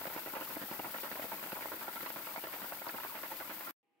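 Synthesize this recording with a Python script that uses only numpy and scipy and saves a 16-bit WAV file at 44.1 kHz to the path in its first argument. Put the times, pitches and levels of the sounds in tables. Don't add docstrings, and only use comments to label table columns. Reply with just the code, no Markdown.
import sys
import numpy as np
from scipy import signal
from scipy.fft import rfft, irfft
from scipy.io import wavfile
from scipy.ndimage import uniform_filter1d

SR = 44100
rng = np.random.default_rng(int(sys.argv[2]) if len(sys.argv) > 2 else 0)


def wav_out(sig):
    wavfile.write(sys.argv[1], SR, np.round(np.clip(np.atleast_2d(sig).T, -1, 1) * 32767).astype(np.int16))


N = 176400

# (time [s], length [s], level [dB], bass weight [dB], treble weight [dB])
LANDINGS = [(0.015, 0.0086, -42, -10, -7), (0.055, 0.0044, -32.5, -22, -10),
            (0.069, 0.01, -41.5, -3.5, -1.0), (0.1, 0.017, -46.5, -13.5, -4.5),
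            (0.163, 0.0051, -41.0, 2, 1), (0.177, 0.019, -43, -23, -5), (0.261, 0.024, -45, -4, -9),
            (0.336, 0.0075, -36, -16, -19), (0.352, 0.042, -41.5, -25, -7), (0.367, 0.012, -37, -10.0, -14),
            (0.411, 0.018, -41, -7.5, -9), (0.498, 0.067, -49, -9, -5.0), (0.568, 0.0067, -35.5, -4, -17.5),
            (0.616, 0.024, -48.5, 3.5, 2), (0.713, 0.008, -40.5, -1, -6.0), (0.725, 0.03, -45.5, -12.5, -8),
            (0.794, 0.0081, -33, -8, -13), (0.843, 0.037, -42, -8.5, -11.5),
            (0.942, 0.017, -38.5, -14.5, -6.5), (0.984, 0.008, -44.5, -20, -1),
            (1.033, 0.042, -44, -12.5, -3.5), (1.115, 0.015, -44, -3.5, 1),
            (1.155, 0.0098, -43.5, -9.5, -5), (1.196, 0.0052, -32, -7, -20), (1.221, 0.019, -46.5, -8, 0),
            (1.242, 0.012, -44.5, -2, -16), (1.318, 0.01, -40, -14.5, -6), (1.332, 0.021, -45.5, -5.5, -3),
            (1.427, 0.052, -49, -4.5, -1.0), (1.52, 0.012, -41.5, -15, -2.5), (1.53, 0.0044, -39.5, 1, -10),
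            (1.558, 0.023, -42, -15.5, -14.5), (1.609, 0.041, -49.0, -9.5, 2),
            (1.657, 0.0032, -29.5, -17, -19), (1.717, 0.032, -43.5, -6.5, -6),
            (1.809, 0.055, -48, -9.5, -4), (1.881, 0.012, -37.5, -11, -10), (1.959, 0.016, -44, -8.5, -3),
            (2.005, 0.016, -52.5, -5, 5), (2.03, 0.0083, -46, -2, -1), (2.061, 0.013, -39, -12, -5),
            (2.103, 0.0033, -35.5, -8, -4), (2.16, 0.041, -45.5, -8, -6),
            (2.269, 0.042, -45.5, -16.5, -8.5), (2.361, 0.013, -38, -28, -5), (2.379, 0.0062, -38, -7, -14),
            (2.439, 0.016, -41, -9.5, -5.5), (2.47, 0.0066, -40.5, -13.0, -7),
            (2.53, 0.026, -46.5, -7, 0.5), (2.618, 0.016, -50, 1.5, 2), (2.641, 0.022, -49.5, -19, -3.5),
            (2.721, 0.0086, -37, -18.5, -14.5), (2.818, 0.006, -39.5, -20.5, -14.5),
            (2.867, 0.012, -34.5, -15, -14), (2.891, 0.015, -42.5, -12.5, -2),
            (2.942, 0.023, -43.5, -6.5, -17), (2.982, 0.022, -43.5, -33, -10),
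            (3.033, 0.025, -48.5, -18, 0.0), (3.049, 0.0098, -40.0, -10.5, -10),
            (3.147, 0.041, -48, -9.5, -2), (3.231, 0.032, -45.5, -15.5, -1),
            (3.314, 0.025, -44.5, -9.0, -5.5), (3.402, 0.014, -41.5, -7.5, -5.5),
            (3.496, 0.025, -47.5, -6, 1), (3.609, 0.016, -46, -37, -4.5), (3.672, 0.063, -53, -7.5, -0.5)]


def amp(db):
    return 10 ** (np.asarray(db) / 20)


def unit_rms(x):
    return x / np.sqrt(np.mean(x ** 2) + 1e-20)


def curve_at(points, hz):
    freqs, values = np.transpose(points)
    return np.interp(np.log(hz + 1), np.log(freqs + 1), values)


def fader(points):
    return amp(np.interp(np.arange(N) / SR, *np.transpose(points)))


def add(mix, start_s, sound):
    start = round(start_s * SR)
    sound = sound[:, max(-start, 0):]
    part = mix[:, max(start, 0):][:, :sound.shape[1]]
    part += sound[:, :part.shape[1]]


def response(points, size=4096):
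    log_gain = np.log(amp(curve_at(points, abs(np.fft.fftfreq(size, 1 / SR)))))
    return np.fft.ifft(np.exp(np.conj(signal.hilbert(log_gain)))).real[:size // 2]


def through(x, impulse):
    return signal.fftconvolve(x, np.atleast_2d(impulse), axes=1)[:, :x.shape[1]]


def flutter(slow_hz, fast_hz):
    hz = np.fft.rfftfreq(N, 1 / SR)
    band = hz / (hz + slow_hz) / (1 + (hz / fast_hz) ** 2)
    return unit_rms(irfft(rfft(rng.standard_normal(N)) * band, N))


def impacts(per_s, spread_db, size):
    strength = amp(spread_db * np.minimum(rng.exponential(1, (2, size)), 3))
    return (rng.random(size) < per_s / SR) * strength * np.sign(rng.standard_normal((2, size)))


def landing_bumps(lag_s=0.0028, width_s=0.016):
    t = np.arange(0, N, 64) / SR
    bumps = np.zeros_like(t)
    for start_s, length_s, db, *_ in LANDINGS:
        offset = (t - start_s - length_s / 2 - lag_s) / (width_s + length_s / 2)
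        bumps += amp(db) * np.sqrt(length_s) * np.exp(-offset ** 2)
    return np.interp(np.arange(N) / SR, t, unit_rms(bumps - bumps.mean()))


def churn(wall, contacts_per_s=2200):
    # (time [s], level [dB])
    churn_levels = [(0, -51), (3.7, -53)]
    rolling = rng.standard_normal((2, N)) * (rng.random(N) < contacts_per_s / SR)
    return fader(churn_levels) * unit_rms(through(rolling, wall))


def sizzle(ticks_per_s=14000, smear_s=0.0011, dip_db=0.47, flutter_db=1.17, kinds=8, size=512):
    # (frequency [Hz], left gain [dB], right gain [dB])
    steel_colour = [(1500, -28.5, -18), (3150, -10, -14), (4080, -15, -12), (5260, -18.5, -11),
                    (5460, -16, -18.5), (7260, -12.5, -32), (9000, -11, -27.5), (9500, -13, -13),
                    (9760, -14, -19.5), (11300, -7, -16.5)]
    # (frequency [Hz], left gain [dB], right gain [dB])
    steel_top = [(12600, -2.3, -17.3), (13500, 0, -14.7), (14600, -.3, -13), (15700, .2, -12.8)]
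    # (time [s], level [dB])
    sizzle_levels = [(0, -40.5), (1.2, -40), (2.6, -41.5), (3.7, -42)]
    t, ticks = np.arange(size) / SR, np.zeros((2, N))
    for _ in range(kinds):
        burst = rng.standard_normal((2, size)) * np.exp(-t / smear_s)
        smear = irfft(np.exp(1j * np.angle(rfft(burst))))
        contacts = (rng.random(N) < ticks_per_s / kinds / SR) * np.sign(rng.standard_normal((2, N)))
        ticks += through(contacts, smear)
    colour = np.vstack([steel_colour, steel_top])
    bright = through(ticks, [response(colour[:, [0, 1]]), response(colour[:, [0, 2]])])
    waver_db = flutter_db * flutter(slow_hz=1.6, fast_hz=21.9) - dip_db * landing_bumps()
    return fader(sizzle_levels) * unit_rms(bright * amp(waver_db))


def clacks(per_s=150, low_hz=770, high_hz=2916, decay_s=0.0048, db=-53.5, pitches=32):
    t, strikes = np.arange(2048) / SR, np.zeros((2, N))
    for hz in np.geomspace(low_hz, high_hz, pitches):
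        tilt = amp(-3 * np.log2(hz / low_hz))
        tone = tilt * np.sin(2 * np.pi * hz * t) * np.exp(-t / decay_s)
        strikes += through(impacts(per_s / pitches, spread_db=2, size=N), tone)
    swell_db = 3 * np.tanh(landing_bumps())
    return amp(db) * unit_rms(strikes * amp(swell_db))


def knock_balance(knock, bass_db, treble_db, bass_hz=502, treble_hz=1303):
    hz, spectrum = np.fft.rfftfreq(knock.shape[1], 1 / SR), rfft(knock)
    bass = 1 / (1 + (hz / bass_hz) ** 6)
    treble = 1 - 1 / (1 + (hz / treble_hz) ** 6)
    bands = [(bass, bass_db), (1 - bass - treble, -2.5), (treble, treble_db - 1.5)]
    return sum(amp(db) * np.array([unit_rms(channel) for channel in irfft(spectrum * band)])
               for band, db in bands)


def clump(start_s, length_s, db, bass_db, treble_db, wall, size=8192):
    early_s, contact_s, push_s, tight_s = 0.0074, 0.001, 0.00073, 0.0064
    t = (np.arange(size) - size // 8) / SR
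    shower = np.where(t < 0, amp(-14) * np.exp(-abs(t) / early_s), np.exp(-abs(t / length_s) ** 1.62))
    scatter = unit_rms(impacts(per_s=1400, spread_db=3, size=size) * shower)
    blow = unit_rms(rng.standard_normal((2, size)) * (t >= 0) * np.exp(-abs(t) / contact_s))
    push = np.outer([1, 0], np.sin(np.pi * np.clip(t / push_s, 0, 1)))
    tightness = tight_s / length_s
    knock = unit_rms(through(scatter + amp(1.5) * tightness * blow, wall))
    knock += amp(-5) * tightness * unit_rms(through(push, wall)) / np.sqrt(2)
    spot_hz, spot_db = 258 * np.arange(24), 6 * rng.uniform(-0.53, 1, size=24)
    spot = response(np.column_stack([spot_hz, spot_db]))
    knock = knock_balance(through(knock, spot), bass_db, treble_db)
    return start_s + t[0], amp(db + 0.28) * np.sqrt(length_s * SR / size) * knock


def panel_ring(hz, db, rise_s=0.0067, decay_s=0.0063):
    t = np.arange(4096) / SR
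    swell = (1 - np.exp(-t / rise_s)) * np.exp(-t / decay_s)
    tone = np.sqrt(2) * np.sin(2 * np.pi * (hz * t + rng.random((2, 1))))
    return amp(db) * swell / swell.max() * tone


def drum():
    # (frequency [Hz], gain [dB])
    wall_colour = [(25, -37.5), (48, -29.5), (62, -18), (74, -13.5), (120, -8), (165, -5.5), (210, -1),
                   (260, -2.5), (310, 3), (350, -1), (390, -1.5), (445, -6.5), (540, 0), (590, -2.5),
                   (660, 0), (750, -7.5), (900, 1), (1020, -1.5), (1200, -7), (1360, 1), (1650, -4),
                   (2000, -4.5), (2700, -8.5), (3400, -16), (4900, -17.5), (6500, -28.5), (12000, -47.5)]
    # (time [s], pitch [Hz], level [dB])
    panel_hits = [(0.358, 860, -41), (1.317, 888, -41), (1.875, 1383, -42.5), (1.969, 1360, -40.5),
                  (2.636, 1400, -44.5), (2.869, 1345, -55.5), (3.314, 870, -41), (3.669, 1367, -42.5)]
    wall = response(wall_colour)
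    mix = churn(wall) + clacks()
    for landing in LANDINGS:
        add(mix, *clump(*landing, wall))
    for start_s, hz, db in panel_hits:
        add(mix, start_s, panel_ring(hz, db))
    return mix


def backing_away(sound, deep_hz=120, start_db=1, fade_db_per_s=3.5):
    deep = signal.sosfilt(signal.butter(1, deep_hz, fs=SR, output="sos"), sound)
    return sound + deep * (amp(start_db - fade_db_per_s * np.arange(N) / SR) - 1)


def stereo_microphone(sound, right_lag_s=0.00009):
    # (frequency [Hz], balance [dB])
    balance = [(200, -2), (450, -.5), (900, -0.5), (1400, -2), (1900, -8), (2500, -5.5), (3200, -1.5),
               (4700, -1)]
    # (frequency [Hz], coherence [0-1])
    coherence = [(50, .6), (150, 0.89), (650, 0.89), (1000, 0.76), (1400, 0.56), (1750, 0), (5000, 0.29)]
    hz, (common, separate) = np.fft.rfftfreq(N, 1 / SR), rfft(sound)
    alike = np.clip(curve_at(coherence, hz), 0, 1)
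    leftward = amp(curve_at(balance, hz) / 2)
    right = (alike * common + np.sqrt(1 - alike ** 2) * separate) * np.exp(-2j * np.pi * hz * right_lag_s)
    return irfft(np.array([common * leftward, right / leftward]), N)


def clinks(decay_s=0.003, size=2048):
    # (time [s], level [dB])
    clink_hits = [(2.886, -41.5)]
    # (frequency [Hz], gain [dB])
    clink_colour = [(1500, -26), (2800, -8.5), (3500, -5), (4700, 6), (6000, -11), (9000, -27)]
    decay = np.exp(-np.arange(size) / SR / decay_s)
    mix = np.zeros((2, N))
    for start_s, db in clink_hits:
        bright = unit_rms(through(rng.standard_normal((2, size)), response(clink_colour)))
        add(mix, start_s, amp(db) * bright * decay)
    return mix


def machine_hum(start_s=3.83, rise_db_per_s=41.5, air_start_db=-87):
    # (frequency [Hz], starting level [dB])
    hum_tones = [(340, -98), (479, -98.5), (813, -90.5), (1220, -106)]
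    # (frequency [Hz], gain [dB])
    air_colour = [(35, -45), (70, -31), (170, -9), (330, 1.5), (550, -12), (800, -6), (1400, -19),
                  (2150, -10), (2800, -11), (3600, -23), (6000, -32), (15000, -30)]
    t = np.arange(N) / SR - start_s
    tones = sum(amp(db) * np.sqrt(2) * np.sin(2 * np.pi * (hz * t + rng.random())) for hz, db in hum_tones)
    noise = rng.standard_normal((2, N)) + 0.52 * rng.standard_normal(N)
    air = amp(air_start_db) * unit_rms(through(noise, response(air_colour)))
    return (tones + air) * (t > 0) * amp(rise_db_per_s * np.maximum(t, 0))


def scene():
    stop_s, drop_db, fade_db_per_s = 3.7095, -14, 1400
    since_stop = np.arange(N) / SR - stop_s
    running = np.where(since_stop < 0, 1, amp(drop_db - fade_db_per_s * np.maximum(since_stop, 0)))
    rattle = stereo_microphone(backing_away(drum())) + sizzle() + clinks()
    return rattle * running + machine_hum()


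def record(dry):
    threshold_db, window_s, cutoff_hz = -32.5, 0.0012, 15780
    window = round(window_s * SR)
    power = abs(uniform_filter1d((dry ** 2).mean(0), window))
    limited = dry / np.sqrt(1 + uniform_filter1d(power, window) / amp(threshold_db) ** 2)
    low_pass = signal.firwin(1023, cutoff_hz, window=("kaiser", 8), fs=SR)
    return signal.oaconvolve(limited, low_pass[None], "same")


dry = scene()
out = record(dry)
wav_out(out)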